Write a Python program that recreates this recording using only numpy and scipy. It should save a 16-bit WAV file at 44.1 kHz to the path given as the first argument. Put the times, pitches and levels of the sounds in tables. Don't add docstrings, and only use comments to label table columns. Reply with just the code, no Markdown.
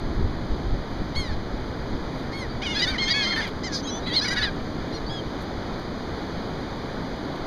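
import sys
import numpy as np
from scipy import signal
from scipy.fft import rfft, irfft
from scipy.io import wavfile
from scipy.ndimage import uniform_filter1d, map_coordinates

SR = 44100
rng = np.random.default_rng(int(sys.argv[2]) if len(sys.argv) > 2 else 0)


def inscribe(sig):
    pcm = np.round(np.clip(np.atleast_2d(sig).T, -1, 1) * 32767)
    wavfile.write(sys.argv[1], SR, pcm.astype(np.int16))


def ratio_of_db(decibels):
    return 10 ** (np.asarray(decibels, float) / 20)


N = 328986


def evened(x):
    return x / np.sqrt(np.mean(x ** 2) + 1e-20)


def read(points, hz):
    f, value = np.transpose(points)
    return np.interp(np.log(hz + 1), np.log(f + 1), value)


def drift(count, smooth):
    size = max(int(smooth), 1)
    once = uniform_filter1d(rng.standard_normal(count), size)
    return evened(uniform_filter1d(once, size))


def frame_times():
    return np.arange(N // 256 + 5) * 256 / SR


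def noise(spectrum, level_db, patchy_db):
    hz = np.fft.rfftfreq(1024, 1 / SR)
    real, imaginary, patches = rng.standard_normal((len(level_db), len(hz), 3)).T
    white = real + 1j * imaginary
    patches = uniform_filter1d(patches, size=14, axis=1)
    patches = evened(uniform_filter1d(patches, size=12, axis=0))
    shaped = white * ratio_of_db(read(spectrum, hz)[:, None] + level_db + patchy_db * patches)
    flat = signal.istft(white, nperseg=1024, noverlap=768)[1]
    sound = signal.istft(shaped, nperseg=1024, noverlap=768)[1][:N]
    return sound / flat.std() * np.sqrt(SR / 2)


# pitch_hz [Hz], relative level_db [dB per Hz]
SURF_SPECTRUM = [(30, 15), (120, 16.5), (260, 18.5), (520, 11.5), (780, 9), (1030, 6.5), (1550, 3),
                 (2000, 1.1), (15000, -3.5)]
# time_s [s], level_change_db [dB]
SURF_SWELL = [(0, -1.5), (3, -0.5), (7.46, 0.4)]


def surf():
    t = frame_times()
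    swell_db = np.interp(t, *np.transpose(SURF_SWELL))
    level_db = -76 + swell_db + 0.39 * drift(len(t), 27)
    return noise(SURF_SPECTRUM, level_db, patchy_db=0.44)


# pitch_hz [Hz], relative level_db [dB per Hz]
WIND_SPECTRUM = [(15, 0.8), (45, -6), (90, -9.5), (160, -17), (400, -21), (1000, -68)]
# time_s [s], level_db [dB]
WIND_GUSTS = [(0.0, -29.5), (0.37, -24), (1.0, -30.5), (4.24, -41.5), (4.3, -36), (6.54, -41), (7.46, -46)]


def wind():
    lumps_db = 3.55 * drift(len(frame_times()), 5.1)
    rumble = evened(noise(WIND_SPECTRUM, lumps_db, patchy_db=1.5))
    return rumble * ratio_of_db(np.interp(np.arange(N) / SR, *np.transpose(WIND_GUSTS)))


# centre_s [s], length_s between 1/e points [s], level_db [dB]
WING_SWISHES = [(.92, .05, -40), (2.193, .08, -35), (2.89, .06, -26), (3.373, .05, -27), (3.48, .04, -28),
                (3.775, .06, -32), (5.422, 0.031, -29)]
# centre_s [s], level_db [dB]
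FEATHER_TICKS = [(.590, -33), (3.095, -18), (3.478, -16), (5.791, -27), (5.799, -22), (7.360, -22)]


def wings():
    t = np.arange(N) / SR
    envelope = np.zeros(N)
    for centre_s, length_s, level_db in WING_SWISHES:
        envelope += ratio_of_db(level_db) * np.exp(-((t - centre_s) / (length_s / 2)) ** 2)
    for centre_s, level_db in FEATHER_TICKS:
        envelope += ratio_of_db(level_db) * np.exp(-((t - centre_s) / 0.00054) ** 2)
    feathers = [(3000, -13), (7000, -7), (10000, 1.0), (15000, 0.0)]  # Hz, relative dB per Hz
    return envelope * evened(noise(feathers, np.zeros(len(frame_times())), patchy_db=3.5))


THROAT_SHAPES = [(2, -9.5, -12, -2, -19, -10), (-15.5, 11, -17.5, -7.5, -6, -14),
                 (-3, -5, 2, 5.5, -12, -10), (-23, -24, -5, 0.5, -12, -10)]


def throat_colour(opening):
    openings = np.linspace(0, 1, len(THROAT_SHAPES))
    return [np.interp(opening, openings, band_db) for band_db in np.transpose(THROAT_SHAPES)]


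THROAT_BANDS = [1700, 3000, 4200, 5500, 6800, 10000]


def cry(rows, throat_db, hoarse):
    s, pitch_hz, effort_db = np.transpose(rows)
    t = np.arange(s[0], s[-1], 1 / SR)

    place = np.interp(t, s, np.arange(len(s)))
    arc = map_coordinates(pitch_hz, [place], order=2, mode="nearest")
    hz = uniform_filter1d((arc + np.interp(t, s, pitch_hz)) / 2, size=300, mode="nearest")
    effort_db = uniform_filter1d(np.interp(t, s, effort_db), size=200, mode="nearest")

    glide = np.clip(abs(np.gradient(np.log(hz))) * SR / 30, 0, .5)
    slack_db = effort_db - effort_db.max()
    rough = hoarse + glide - slack_db / 80
    wobble = 1 + .003 * drift(len(t), 400) + .02 * rough * drift(len(t), 40)
    turns = np.cumsum(hz * wobble) / SR

    low_bands = [(700, throat_db[0] - 30), (1300, throat_db[0] - 14.5)]
    throat = [*low_bands, *zip(THROAT_BANDS, throat_db), (15000, throat_db[-1] - 13)]
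    voice = np.zeros(len(t))
    for k in range(1, int(15000 / hz.max()) + 1):
        dull_db = 0.26 * slack_db * np.log2(k * hz / 3500)
        shimmer = 1 + .25 * drift(len(t), 1000) + rough * drift(len(t), 30)
        strength = shimmer * ratio_of_db(read(throat, k * hz) + dull_db)
        voice += strength * np.sin(2 * np.pi * (k * turns + rng.random()))
    edge = np.clip(np.minimum(t - s[0], s[-1] - t) / .012, 0, 1)
    gulls_db = 4
    return voice * ratio_of_db(effort_db + gulls_db) * np.sin(edge * np.pi / 2)


def arch(start, length, top_hz, top_db, kind):
    rise, lift, sag_per_s, late, onset_db, fade_db = kind
    sag = sag_per_s * length
    early = 1 - np.clip(late, 0, 1)
    return [(start, top_hz * (1 - lift), top_db + onset_db),
            (start + rise * length, top_hz, top_db),
            (start + (1 + rise) / 2 * length, top_hz * (1 - early * sag), top_db + early * fade_db),
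            (start + length, top_hz * (1 - sag), top_db + fade_db)]


# throat_db [dB at each THROAT_BANDS pitch],
# then a curve of time_s [s], pitch_hz [Hz], effort_db [relative dB]
DRAWN_CRIES = [ ((0, -4.5, 3.5, 1, -0.5, 1), [(1.145, 884, -48), (1.165, 1091, -34.5), (1.2, 1086, -33.5),
               (1.24, 1020, -41), (1.35, 795, -52)]), ((1, -18, -10.5, -2, -14, -7.5), [(2.293, 861, -61),
               (2.325, 903, -39), (2.333, 1075, -33.5), (2.39, 1090, -30.5), (2.43, 1020, -34),
               (2.475, 850, -53)]), ((-15.5, 1, -20, -5.5, -14, -15.5), [(2.615, 682, -27.5),
               (2.643, 841, -29.5), (2.67, 743, -23), (2.69, 709, -26.5), (2.715, 724, -25),
               (2.762, 670, -29.5), (2.79, 724, -35)]), ((-12, -5, 2, -4, -6, -6), [(2.785, 882, -40),
               (2.795, 940, -25), (2.84, 943, -31.5), (2.865, 863, -34.5), (2.885, 932, -27.5),
               (2.91, 896, -32), (2.94, 760, -60)]), ((-9, -1, -4, -4, -8.5, -23), [(2.978, 966, -23),
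               (2.995, 1080, -26), (3.04, 1053, -21), (3.1, 1087, -27.5), (3.18, 1114, -23.5),
               (3.25, 1043, -25), (3.3, 1071, -26.5), (3.35, 1057, -28.5), (3.39, 997, -41)]),
               ((-8, -14, -12.5, 2.5, -1, -24), [(3.63, 947, -32), (3.65, 1054, -24.5), (3.68, 962, -31.5),
               (3.7, 867, -43), (3.77, 783, -41)]), ((-24, -25, -9.5, 3.5, -9, -14), [(3.715, 498, -34),
               (3.733, 537, -28.5), (3.75, 566, -24), (3.78, 508, -31), (3.797, 503, -36),
               (3.815, 450, -36)]), ((-25, -12, 5.5, -2, -10, -8), [(4.135, 914, -27), (4.158, 997, -29),
               (4.168, 1078, -22.5), (4.19, 1025, -28), (4.207, 960, -23)]),
               ((-2, -18.5, -4, 1.5, -4.5, -23), [(3.825, 2930, -33), (3.86, 3290, -22),
               (3.92, 2953, -27.5), (3.97, 3070, -26), (4.0, 2910, -32)]), ((-6, -0.5, -3, -20, -11, -11),
               [(4.06, 605, -36), (4.08, 695, -31.5), (4.105, 638, -35), (4.13, 667, -31.5),
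               (4.158, 746, -29), (4.2, 617, -43)]), ((-4.5, -6.5, -6, 2, -5, -2), [(4.27, 978, -40),
               (4.285, 987, -22), (4.3, 950, -33), (4.32, 1005, -27), (4.34, 954, -28), (4.35, 840, -48)]),
               ((-3, -3, 1, -6, -14, -10), [(4.36, 856, -36), (4.375, 974, -27), (4.39, 945, -24.5),
               (4.405, 873, -42), (4.42, 895, -30), (4.437, 1016, -24), (4.455, 934, -29),
               (4.505, 733, -49)]), ]
# start_s [s], length_s [s], top_pitch_hz [Hz], effort_db [relative dB],
# bill_opening [0-1]
CLEAR_YELPS = [(2.742, 0.078, 858, -27, 0.56), (2.81, 0.049, 1008, -21.5, 0.57),
               (3.095, 0.042, 975, -22.5, 0.74), (4.205, .072, 862, -25.5, 0.77),
               (4.92, 0.074, 1440, -34.5, 0.72)]
RASPY_SQUAWKS = [(2.865, .11, 787, -32.5, 0.03), (3.015, .04, 626, -34, 0.06), (3.075, .03, 894, -26, 0.52),
                 (3.222, 0.045, 975, -33, 0.75), (3.26, .085, 710, -31, 0.02),
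                 (3.355, .07, 917, -26.5, .05), (3.41, 0.055, 712, -32, 0.14), (3.41, 0.089, 828, -37, 0.2),
                 (4.125, .035, 933, -34, .85), (4.24, 0.047, 757, -29, 0.07), (4.3, 0.077, 812, -33, 0.01),
                 (4.355, 0.098, 760, -34, 0)]
HELD_NOTES = [(2.48, 0.11, 2310, -48.5, 0.64), (3.135, 0.12, 853, -26, 0.17), (4.36, 0.1385, 858, -32, .02),
              (5.09, 0.12, 1672, -35.5, 0.44)]
CLIMBING_WHISTLES = [(3.868, .047, 1346, -32.5, 0.74), (3.905, .09, 3510, -36.5, 0.2),
                     (4.02, .06, 4000, -38, 0.78), (5.06, .055, 4730, -40, .8)]
# rise [share of length], lift [share of pitch], sag [share per s],
# late [share of sag], onset_db [dB], fade_db [dB]
YELP_ARCH = (.4, .1, 1.5, .7, -8, -10)
SQUAWK_ARCH = .38, .07, 2.5, 0.8, 0, -5
HOLD_ARCH = (.2, .05, .55, .9, -5, -7)
CLIMB_ARCH = (.85, .06, .1, .6, 0.4, -3)


def flock():
    clear, rasp = .12, .42
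    calls = [(rows, throat_db, clear) for throat_db, rows in DRAWN_CRIES]
    for table, kind, hoarse in [(CLEAR_YELPS, YELP_ARCH, clear), (RASPY_SQUAWKS, SQUAWK_ARCH, rasp),
                                (HELD_NOTES, HOLD_ARCH, clear), (CLIMBING_WHISTLES, CLIMB_ARCH, clear)]:
        for *contour, opening in table:
            calls.append((arch(*contour, kind), throat_colour(opening), hoarse))
    gulls = np.zeros(N)
    for rows, throat_db, hoarse in calls:
        at = round(rows[0][0] * SR)
        sound = cry(rows, throat_db, hoarse)
        gulls[at:at + len(sound)] += sound
    return gulls


def scene():
    gulls = flock()
    bounce = ratio_of_db(-20) * np.roll(gulls, 300)
    return (gulls + bounce + surf() + wind() + wings())[None]


# pitch_hz [Hz], level_db [dB]
MIC_COLOUR = [(2000, .5), (2900, -2.5), (3500, -2), (4900, -3), (5200, -12.5), (5900, -11.5), (6700, -15),
              (7300, -25.5), (8500, -28.5), (9300, -24.5), (10300, -28), (12400, -32), (15100, -30),
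              (15500, -55)]
GAP_CENTRES = [2700, 5490, 7885, 10940]
# half_width_hz [Hz], depth_db [dB]
GAP_SHAPES = [(480, -33), (300, -26), (450, -16), (450, -36)]


def microphone(dry):
    hz = np.fft.rfftfreq(N, 1 / SR)
    colour = ratio_of_db(read(MIC_COLOUR, hz))
    for gap_hz, (half_width_hz, depth_db) in zip(GAP_CENTRES, GAP_SHAPES):
        off = ((hz - gap_hz) / half_width_hz) ** 2
        colour = colour * np.sqrt((off + ratio_of_db(depth_db) ** 2) / (off + 1))
    return irfft(rfft(dry, axis=1) * colour, N, axis=1)


def roll_off(x):
    return signal.sosfilt(signal.butter(12, 15250, fs=SR, output="sos"), x)


def record(dry):
    mix = microphone(dry)
    return roll_off(mix)


dry = scene()
out = record(dry)
inscribe(out)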